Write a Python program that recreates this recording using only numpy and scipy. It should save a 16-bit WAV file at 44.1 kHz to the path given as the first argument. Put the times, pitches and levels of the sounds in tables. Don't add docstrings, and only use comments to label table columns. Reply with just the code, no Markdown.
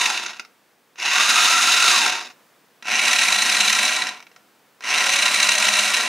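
import sys
import numpy as np
from scipy import signal
from scipy.fft import rfft, irfft, next_fast_len
from scipy.io import wavfile
from scipy.ndimage import uniform_filter1d, map_coordinates

SR = 44100
rng = np.random.default_rng(int(sys.argv[2]) if len(sys.argv) > 2 else 0)


def dump(signal):
    limited = np.clip(np.atleast_2d(signal).T, -1, 1)
    pcm = np.round(limited * 32767).astype(np.int16)
    wavfile.write(sys.argv[1], SR, pcm)


N = 268480

# (power on [s], power off [s], coast [s],
# top speed [turns/s], grind [dB], grind fall per halving of speed [dB], grind change at full pull [dB],
# chatter [dB], chassis boom [dB], pole tone [dB], whine [dB], wheels driven [count])
MOTOR_RUNS = [(-1.1, .04, .4, 168, -19.6, 9.3, 0, -25, -54, -54, -28, 2),
              (.957, 1.865, .485, 233, -14.8, 9.6, -4, -23, -55, -57, -24.5, 2),
              (2.82, 3.82, .46, 209, -19.2, 12.7, 3.5, -16.5, -45, -57, -47, 1),
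              (4.8, 5.86, .58, 211, -19.2, 11, 3.5, -18, -46, -42, -39, 1)]
def run_cues(lead_s=.1):
    runs = np.array(MOTOR_RUNS)
    current = np.searchsorted(runs[1:, 0] - lead_s, np.arange(N) / SR)
    return runs[current].T


def shaft_speed(on, off, coast, top, surge_s=.07, creep_s=.32, creep_share=.28):
    t = np.arange(N) / SR
    powered = np.clip(np.minimum(t, off) - on, 0, None)
    surge = (1 - creep_share) * np.exp(-powered / surge_s)
    creep = creep_share * np.exp(-powered / creep_s)
    wind_down = np.clip(1 - (t - off) / coast, 0, 1) ** 1.05
    return top * (1 - surge - creep) * wind_down


def teeth(speed, turns, two_wheels, pull, hits_per_turn=14, slide=.77):
    contact = unit(impacts(hits_per_turn * speed, scatter_db=1.5) + slide * rng.standard_normal(N))
    swing_db = (.87 + 2 * pull) * np.sin(2 * np.pi * turns)
    flutter_db = (1.28 + .68 * two_wheels) * wobble(110)
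    return unit(contact * amp(swing_db + flutter_db))


def grind_envelope(speed, pull, on, level_db, fall_db, pull_db, knee_hz=160, engage_s=.04):
    halvings = np.log2(above(speed, knee_hz, steepness=5) + 1e-20) / 5
    engaged = 1 - np.exp(-np.clip(np.arange(N) / SR - on, 0, None) / engage_s)
    return engaged * amp(level_db + fall_db * halvings + pull_db * pull)


def chatter(speed, turns, chatter_db, gear_ratio=5.3, settle_hz=135, jitter_s=.003, scatter_db=1.2):
    at = np.flatnonzero(np.diff(np.floor(turns / gear_ratio)))
    late, size = rng.standard_normal((len(at), 2)).T
    fade_db = 20 * np.log10(above(speed[at], settle_hz, steepness=4.5) + 1e-9)
    times = np.abs(at / SR + jitter_s * late)
    return np.column_stack([times, chatter_db[at] + fade_db + scatter_db * size])


# (time [s], relative level [dB])
RATTLE_ACCENTS = [(0.0124, -7), (0.0584, -5), (0.1744, -12), (0.2633, -17), (1.9124, -4), (3.055, -6),
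                  (3.0799, -4), (3.1124, -6), (3.1318, -4), (3.1604, -5), (3.1877, -4), (3.2166, -5),
                  (3.2331, -3), (3.2839, -5), (3.3234, -5), (3.3438, -4), (3.4214, -4), (3.4645, -8),
                  (3.4965, -5), (3.6052, -3), (3.679, -4), (3.698, -3), (3.7274, -4), (3.7884, -5),
                  (3.8786, -7), (3.8914, -8), (3.9235, -10), (3.9639, -7), (4.0208, -8), (4.0692, -11),
                  (4.0886, -13), (4.9801, -6), (5.1223, -6), (5.1394, -6), (5.1612, -5), (5.1886, -5),
                  (5.225, -5), (5.3423, -4), (5.4006, -4), (5.4281, -4), (5.4904, -3), (5.5184, -5),
                  (5.5814, -6), (5.6246, -4), (5.6855, -4), (5.7354, -4), (5.7904, -4), (6.0054, -10)]
# (frequency [Hz], gain [dB])
RATTLE_EQ = [(300, -11), (800, -9.5), (1300, -8), (1900, 0.5), (2500, 2), (3300, -4), (3650, -1),
             (4000, 3.5), (4600, -4), (6100, 2.5), (7500, -2), (9400, -1.5), (12000, -3)]
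def rattles(light, rise_s=.0021, fall_s=.0032, accent_db=-9.6, delay_s=.0018, rebound_s=.015):
    force = np.zeros(N + SR)
    t = np.arange(-SR // 40, SR // 40) / SR - delay_s
    hz = np.fft.rfftfreq(len(t), 1 / SR)
    envelope = np.exp(-(t / np.where(t < 0, rise_s, fall_s)) ** 2 / 4)
    accents = np.array(RATTLE_ACCENTS) + [0, accent_db]
    clear = np.abs(light[:, :1] - accents[:, 0]).min(axis=1) > rebound_s
    blows = np.pad(impacts(6000, scatter_db=1), (0, SR))
    for time, db in np.vstack([accents, light[clear]]):
        eq = RATTLE_EQ + np.outer(rng.standard_normal(len(RATTLE_EQ)), [0, 1.5])
        start = round(time * SR)
        flurry = envelope * blows[start:][:len(t)]
        force[start:][:len(t)] += irfft(rfft(flurry) * amp(db + along(eq, hz)), len(t))
    return force[len(t) // 2:][:N]


# (frequency [Hz], gain [dB])
PULL_EQ = [(500, -0.5), (1500, 0), (2600, 3.5), (3800, -4), (4800, -1.5), (6000, 1.5), (7500, -6),
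           (11000, -5.5)]
# (frequency [Hz], gain [dB])
SOFT_EQ = [(150, 7.5), (300, 9.5), (500, 6.5), (730, 3), (1000, 5.5), (1400, 1), (2000, 1), (2800, -0.5),
           (4000, -2.5), (5500, -0.5), (8000, -8), (12000, -7)]
def contact_tone(force, speed, pull, soft_below_hz=134, hardening=.6):
    softness = (1 - hardening * pull) / (1 + (speed / soft_below_hz) ** 5)
    strained = (1 - pull) * force + pull * equalised(force, PULL_EQ)
    return (1 - softness) * strained + softness * equalised(strained, SOFT_EQ)


# (time [s], relative level [dB])
SLACK_CLICKS = [(.396, -11.5), (0.449, -27.5), (0.957, -32), (2.825, -20), (2.855, -18.5), (2.884, -9),
                (4.203, -25), (4.226, -26.5), (4.268, -30), (4.315, -37), (4.362, -29), (4.807, -23.5)]
# (frequency [Hz], gain [dB])
KNOCK_EQ = [(200, 9), (700, 5), (1500, 3), (2700, 0), (4000, -5), (5400, 3), (7500, -10), (11000, -8),
            (14000, -3)]
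def clicks(t60=.036, scrape=.34, trim_db=-2):
    force = np.zeros(N + SR)
    t = np.arange(SR // 20) / SR
    for time, db in SLACK_CLICKS:
        blow = (t == 0) + scrape * amp(-60 * t / t60) * rng.standard_normal(len(t))
        force[round(time * SR):][:len(t)] += amp(db + trim_db) * blow
    return equalised(force[:N], KNOCK_EQ)


# (frequency [Hz], width [Hz], boost with two wheels [dB], boost with one wheel [dB])
SHELL_MODES = [(237, 31, 5.5, 5.5), (308, 20, -2, 1.5), (365, 50, 7, 1), (607, 27, 6, 9.5),
               (735, 72, 14, 11.5), (924, 82, 12.5, 6.5), (1024, 75, 9, 12.5), (1148, 50, 6, 8),
               (1340, 97, 6.5, 12.5), (1417, 81, 7.5, 10), (1587, 130, 9.5, 11.5), (1909, 174, 9, 11),
               (2130, 90, 5.5, 0), (2282, 166, 4.5, 7.5), (2571, 323, 9.5, 4), (2798, 350, 9.5, 5.5),
               (3648, 340, 10, 2.5), (3970, 340, 10, 11.3), (4415, 59, 7, 4.5), (4815, 140, 7.5, 2),
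               (5423, 320, 7.5, 4.5), (6140, 260, 5.5, 7.5), (6510, 810, 9, -2), (6990, 320, 4.5, 2.5),
               (7530, 84, 4, 5), (9230, 410, -1.5, 5.5)]
# (frequency [Hz], relative gain [dB])
TWO_WHEEL_EQ = [(60, -32), (130, -23), (200, -15), (480, -11.5), (900, -7), (1350, -0.5), (2100, -1.1),
                (2800, -1.7), (3400, -1), (5000, -1), (6500, -4.5), (9500, -2.8), (12500, -15),
                (15000, -22.5)]
ONE_WHEEL_EQ = [(60, -32), (130, -27.5), (200, -14), (480, -13.7), (900, -7.3), (1350, -10), (2100, -2.3),
                (2800, -0.3), (3400, -2.5), (5000, -4.5), (6500, -3), (9500, -7.8), (12500, -18),
                (15000, -28.5)]
def shell(force, two_wheels, size=8192):
    hz = np.fft.rfftfreq(size, 1 / SR)
    centres, widths, two_db, one_db = np.transpose(SHELL_MODES)
    peaks = resonance(hz[:, None], centres, widths)
    body = np.zeros(N)
    for share, eq, boosts in (two_wheels, TWO_WHEEL_EQ, two_db), (1 - two_wheels, ONE_WHEEL_EQ, one_db):
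        cepstrum = irfft(np.log(amp(along(eq, hz) + peaks @ boosts)))
        cepstrum[1:size // 2] *= 2
        cepstrum[size // 2 + 1:] = 0
        ring = irfft(np.exp(rfft(cepstrum)))
        body += convolved(share * force, ring)
    return body


def shaft_tone(turns, order, slip_rad, slip_hz, flutter_db):
    phase = 2 * np.pi * order * turns + slip_rad * wobble(slip_hz)
    return unit(np.sin(phase) * amp(flutter_db * wobble(35)))


def motor(speed, turns, pull, boom_db, pole_db, whine_db, duck_db=-8, fade_below_hz=148):
    boom = amp(boom_db) * resonance(speed, centre_hz=204, width_hz=24)
    hum = boom * shaft_tone(turns, order=1, slip_rad=.25, slip_hz=25, flutter_db=1.5)
    poles = amp(pole_db) * shaft_tone(turns, order=3, slip_rad=.85, slip_hz=80, flutter_db=3)
    whine = shaft_tone(turns, order=6, slip_rad=1.5, slip_hz=140, flutter_db=3.5)
    whine *= amp(whine_db + duck_db * pull)
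    return above(speed, fade_below_hz, steepness=11) * (hum + poles + whine)


# (frequency [Hz], side against mid [dB])
ECHO_WIDTH = [(60, -10), (150, -37), (300, -25.5), (700, -27), (1200, -21), (2500, -15), (6000, -13),
              (9000, -12.5), (12000, -28)]
def desk_echoes(x, t60=.09):
    t = np.arange(SR // 10) / SR
    echoes = rng.standard_normal(len(t)) * amp(-60 * t / t60) * (t > .001)
    side = equalised(convolved(x, echoes), ECHO_WIDTH)
    return np.array([x + side, x - side])


# (frequency [Hz], time to fall 60 dB [s])
ROOM_DECAY = [(200, 0.51), (2000, 0.21), (10000, 0.14)]
def room(x, predelay=SR // 200):
    hz, t, noise = signal.stft(rng.standard_normal(SR // 2), SR, nperseg=256)
    decay = amp(-60 * t / along(ROOM_DECAY, hz)[:, None])
    tail = signal.istft(noise * decay, SR, nperseg=256)[1]
    return convolved(np.pad(x, (predelay, 0)), tail)


# (frequency [Hz], relative gain [dB])
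ROOM_TONE_EQ = [(18, -79.5), (30, -44.5), (95, -19), (148, -7), (177, -11), (197, -4.5), (410, -7),
                (467, -3.5), (546, -7), (1510, -8.5), (4190, -17), (12300, -23.5), (15500, -20)]
# (time [s], level [dB])
ROOM_TONE_RIDE = [(.5, -59), (.8, -61), (2.4, -56.5), (2.7, -58.5), (4.4, -57), (4.7, -58.5)]
def room_tone(side_db=-12, whistle_db=-81, whistle_hz=14433):
    t = np.arange(N) / SR
    mid, side = unit(equalised(rng.standard_normal((2, N)), ROOM_TONE_EQ))
    air = np.array([mid + amp(side_db) * side, mid - amp(side_db) * side])
    fader = amp(np.interp(t, *np.transpose(ROOM_TONE_RIDE)))
    return fader * air + amp(whistle_db) * np.sin(2 * np.pi * whistle_hz * t)


def amp(db):
    return 10 ** (np.asarray(db) / 20)


def unit(x):
    return x / np.sqrt(np.mean(x ** 2) + 1e-20)


def along(points, hz):
    knots, values = np.transpose(points)
    return np.interp(np.log(hz + 1), np.log(knots + 1), values)


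def above(speed, knee, steepness):
    ratio = (speed / knee) ** steepness
    return ratio / (1 + ratio)


def resonance(hz, centre_hz, width_hz):
    return 1 / (1 + (2 * (hz - centre_hz) / width_hz) ** 2)


def wobble(rate):
    return map_coordinates(rng.standard_normal(int(N * rate / SR) + 4), [np.arange(N) * rate / SR])


def impacts(rate, scatter_db):
    chance = np.clip(rate / SR, 1e-4, 1)
    hits = (rng.random(N) < chance) * rng.choice([-1, 1], N) / np.sqrt(chance)
    return unit(hits * amp(scatter_db * np.clip(rng.standard_normal(N), -2, 2)))


def filtered(x, response):
    size = next_fast_len(N + SR // 2)
    return irfft(rfft(x, size) * response(np.fft.rfftfreq(size, 1 / SR)), size)[..., :N]


def equalised(x, eq):
    return filtered(x, lambda hz: amp(along(eq, hz)))


def convolved(x, impulse):
    return signal.fftconvolve(x, impulse / np.linalg.norm(impulse))[:N]


def scene(full_pull_hz_per_s=420):
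    on, off, coast, top, grind_db, fall_db, pull_db, chatter_db, *motor_db, wheels = run_cues()
    speed = shaft_speed(on, off, coast, top).clip(0)
    turns = np.cumsum(speed) / SR
    two_wheels = wheels - 1
    acceleration = uniform_filter1d(np.gradient(speed) * SR, SR // 20)
    pull = np.clip(acceleration / full_pull_hz_per_s, 0, 1)
    envelope = grind_envelope(speed, pull, on, grind_db, fall_db, pull_db)
    grind = envelope * teeth(speed, turns, two_wheels, pull)
    loose_gear = rattles(chatter(speed, turns, chatter_db))
    force = contact_tone(grind + loose_gear, speed, pull) + clicks()
    car = shell(force, two_wheels) + motor(speed, turns, pull, *motor_db)
    near = desk_echoes(car + amp(-12.5) * room(car)) * amp([[-.2], [.2]])
    wide_reverb = amp(-18) * np.array([room(car), room(car)])
    return near + wide_reverb + room_tone()


def record(dry, ceiling=.85, low_hz=52, top_hz=15700):
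    rounded = dry / (1 + np.abs(dry / ceiling) ** 6) ** (1 / 6)
    return filtered(rounded, lambda hz: hz ** 2 / (hz ** 2 + low_hz ** 2) * (hz < top_hz))


dry = scene()
out = record(dry)
dump(out)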